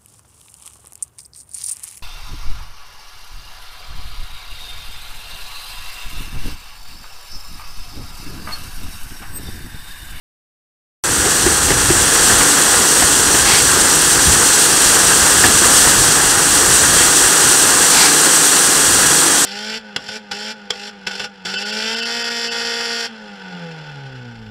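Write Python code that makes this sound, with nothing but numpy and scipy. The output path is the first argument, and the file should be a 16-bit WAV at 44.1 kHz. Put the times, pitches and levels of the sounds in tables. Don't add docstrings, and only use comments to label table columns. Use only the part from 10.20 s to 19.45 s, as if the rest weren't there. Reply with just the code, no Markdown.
import sys
import numpy as np
from scipy import signal
from scipy.fft import rfft, irfft
from scipy.io import wavfile

SR = 44100
rng = np.random.default_rng(int(sys.argv[2]) if len(sys.argv) > 2 else 0)


def to_wav(sig):
    pcm = np.clip(np.atleast_2d(sig), -1, 1) * 32767
    pcm = np.round(pcm).astype(np.int16)
    wavfile.write(sys.argv[1], SR, pcm.T)


N = 407925
T = np.arange(N) / SR


def undb(db):
    return 10 ** (np.asarray(db) / 20)


def unit(x):
    return x / np.sqrt(np.mean(x ** 2))


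def curves(table):
    times, *columns = np.transpose(table)
    return [np.interp(T, times, column) for column in columns]


def swell(at_s, half_s):
    return np.exp(-((T - at_s) / half_s) ** 2)


def colour(x, outline):
    hz, db = np.transpose(outline)
    f = np.maximum(np.fft.rfftfreq(2 * N, 1 / SR), 1)
    gain = undb(np.interp(np.log(f), np.log(hz), db))
    return unit(irfft(rfft(x, 2 * N) * gain)[:N])


def ring(x, modes):
    return sum(undb(db) * signal.lfilter(*signal.iirpeak(hz, hz / width, fs=SR), x)
               for hz, width, db in modes)


def walk(hz):
    ticks = np.arange(0, N / SR + .01, .001)
    f = np.fft.rfftfreq(len(ticks), ticks[1])
    slow = irfft(rfft(rng.standard_normal(len(ticks))) * np.exp(-(f / hz) ** 2), len(ticks))
    return np.interp(T, ticks, unit(slow))


def impacts(per_s, spread_db):
    hit = rng.random(N) < per_s / SR
    size = undb(spread_db * np.minimum(rng.exponential(size=N), 6))
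    return hit * size * rng.choice([-1, 1], N)


def wind():
    # t/s, level/dB
    gusts = [(0.85, -32), (0.89, -28.5), (1.67, -23.5), (2.02, -32), (2.14, -24), (2.32, -35.5),
             (3.51, -26), (3.91, -36), (4.08, -19), (4.33, -36), (5.69, -24), (6.0, -30), (6.84, -29),
             (7.0, -37), (7.05, -28), (7.12, -45), (7.24, -33.5), (8.31, -47), (8.71, -32), (9.25, -41)]
    # f/Hz, relative level/dB
    buffet = [(12, -26), (25, -3), (40, 3.5), (75, 5), (130, 2.5), (220, -5), (400, -23), (900, -57)]
    gust_db, = curves(gusts)
    rumble = colour(rng.standard_normal(N), buffet)
    flutter_db = 2.2 * walk(hz=17)
    return rumble * undb(gust_db + flutter_db)


def shovel():
    # hardest push t/s, half length/s, crunch level/dB, blade level/dB
    digs = [(3.325, 0.075, -13, -21), (6.808, 0.04, -30, -20.5), (7.81, 0.088, -12, -30)]
    # f/Hz, relative level/dB
    heap = [(300, -33), (800, 11.5), (1400, -3), (2100, 9), (3300, 3.5), (4400, 9.5), (6000, 4.5),
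            (9000, -10), (15000, -33)]
    # f/Hz, width/Hz, relative level/dB
    blade_modes = [(1980, 490, -9), (2650, 170, -9), (3230, 67, 2)]
    crunch_gain, blade_gain = 0, 0
    for at_s, half_s, crunch_db, blade_db in digs:
        push = np.exp(-np.abs((T - at_s) / half_s) ** 3)
        crunch_gain += undb(crunch_db) * push
        blade_gain += undb(blade_db) * push
    jerks = undb(2.0 * walk(hz=50))
    clicks = impacts(per_s=3000, spread_db=3.5) * jerks
    slips = impacts(per_s=1500, spread_db=0) * jerks
    return colour(clicks, heap) * crunch_gain + unit(ring(slips, blade_modes)) * blade_gain


def frame(turn):
    # multiple of the shaft rate, relative level/dB
    orders = [(6, -3.5), (7, -10.5), (10, -12), (11, 1.5), (13, 0), (14, -8.5), (17, -2), (38, -5.5),
              (46.5, -1.5)]
    tones = 0
    for order, db in orders:
        waver_db, slip_rad = 2.1 * walk(hz=5), .45 * walk(hz=3)
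        tones += undb(db + waver_db) * np.sin(2 * np.pi * order * turn + slip_rad)
    return undb(-29) * unit(tones)


def chatter(turn, joints=14):
    jitter_s, spread_db = 0.00019, 0.85
    knocks = np.zeros(N)
    whole_turns = np.arange(1, int(turn[-1]) - 1)
    for place, direction in zip(rng.random(joints), np.sign(rng.standard_normal(joints))):
        late, force = rng.standard_normal((len(whole_turns), 2)).T
        at_s = np.interp(whole_turns + place, turn, T) + jitter_s * late
        knocks[(at_s * SR).astype(int)] += direction * undb(spread_db * force)
    return knocks


def clumps():
    # t/s, clatter level/dB, panel ring level/dB, ring f/Hz
    landings = [(1.054, -16, -11, 403), (1.262, -14, -9, 365), (1.482, -13.5, -10, 332),
                (1.504, -12, -9, 404), (1.7, -12, -6, 345), (2.097, -14, -14, 1740),
                (2.207, -10, -18, 1260), (2.821, -11.5, -13.5, 738), (3.141, -13, -27, 410),
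                (5.239, -5, -2.5, 1714), (5.248, -20, -14, 255), (5.298, -23, -15, 230),
                (5.671, -16, -19, 956)]
    # f/Hz, width/Hz, relative level/dB
    tray_modes = [(110, 190, 10.5), (278, 87, 11.5), (416, 100, -2), (745, 280, 5), (1160, 500, -4),
                  (1650, 180, 10.5), (1900, 310, -30), (2620, 400, -2), (4300, 590, -11)]
    clatter_decay_s, ring_peak_s = 0.019, 0.0051
    shower, boom = np.zeros(N), np.zeros(N)
    clicks = impacts(per_s=9000, spread_db=1.5)
    for at_s, clatter_db, ring_db, hz in landings:
        age = np.maximum(T - at_s, 0)
        shower += undb(clatter_db) * np.exp(-age / clatter_decay_s) * (age > 0)
        build = age / ring_peak_s
        boom += undb(ring_db) * build * np.exp(1 - build) * np.sin(2 * np.pi * hz * age)
    clatter = ring(clicks * shower, tray_modes) / np.std(ring(clicks, tray_modes))
    ragged = 1 + .45 * walk(hz=100)
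    return clatter + boom * ragged


def load_levels():
    # t/s, relative level/dB
    dance = [(.85, -5.5), (2.1, 0), (3.2, -1.26), (4.8, .5), (7.8, 0.25), (9.25, -0.8)]
    # t/s, rise in grit level/dB
    pours = [(1.13, 0.5), (5.58, 2)]
    dance_db, = curves(dance)
    stones_db, grit_db = dance_db - 18, dance_db - 11
    for at_s, rush_db in pours:
        choke_db = -1.5 * swell(at_s + 0.51, half_s=0.26)
        bounce_db = swell(at_s + 0.71, half_s=0.71)
        stones_db += choke_db + bounce_db
        grit_db += choke_db + rush_db * swell(at_s, half_s=0.097)
    return stones_db, grit_db


def toss(turn, once, twice):
    return np.exp(once * np.cos(2 * np.pi * turn) + twice * np.cos(4 * np.pi * turn))


def stones(turn):
    # f/Hz, width/Hz, relative level/dB
    panel_modes = [(1440, 24, -3.5), (1580, 25, -4.5), (1650, 44, -8)]
    clicks = impacts(per_s=4200 * toss(turn, once=.12, twice=.1), spread_db=1.5)
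    return clicks + ring(clicks, panel_modes)


def deck(turn, stones_db):
    # f/Hz, relative level/dB
    steel = [(80, -36), (140, -12), (230, -5.5), (300, -3.5), (490, -3), (610, -9.5), (810, -4),
             (930, -5.5), (1330, -3), (1430, -3), (1720, -2.5), (2000, -7), (2300, -16), (3200, -20.5),
             (5500, -60)]
    knocking = undb(-26.5) * colour(chatter(turn), steel)
    drumming = colour(stones(turn), steel) * undb(stones_db + 0.87 * walk(hz=13))
    return knocking + drumming


def grit(turn, level_db):
    # f/Hz, relative level/dB
    sizzle = [(1350, -39), (2300, -13.5), (2760, -7), (3240, -7), (3780, -6.5), (4540, -4), (5000, -5.5),
              (5420, -4), (5820, -1.5), (6360, -2.5), (8550, 3), (10000, -7.5), (11600, -9.5), (12800, -17),
              (15600, -18)]
    # f/Hz, width/Hz, relative level/dB
    wire_modes = [(2720, 310, -8), (3274, 160, -4.5), (4300, 360, -16.5), (5850, 105, -3),
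                  (7730, 340, -15.5), (8900, 230, -13)]
    clicks = impacts(per_s=14000 * toss(turn, once=.04, twice=.028), spread_db=2.0)
    return colour(clicks + ring(clicks, wire_modes), sizzle) * undb(level_db + 0.73 * walk(hz=26))


def scene():
    # t/s, f/Hz
    shaft_rate = [(0, 26.04), (4.2, 26.02), (5.0, 25.95), (5.9, 25.82), (7.8, 25.77), (9.25, 25.84)]
    shaft_hz, = curves(shaft_rate)
    turn = np.cumsum(shaft_hz) / SR
    stones_db, grit_db = load_levels()
    screen = frame(turn) + deck(turn, stones_db) + grit(turn, grit_db) + clumps()
    mono = screen + shovel() + wind()
    return np.array([mono, mono])


def record(dry):
    start_s, ceiling, top_hz = .838, .73, 15600
    clipped = dry / (1 + np.abs(dry / ceiling) ** 10) ** (1 / 10)
    lowpass = signal.ellip(10, .05, 60, top_hz, fs=SR, output="sos")
    return signal.sosfiltfilt(lowpass, clipped * (T >= start_s))


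dry = scene()
out = record(dry)
to_wav(out)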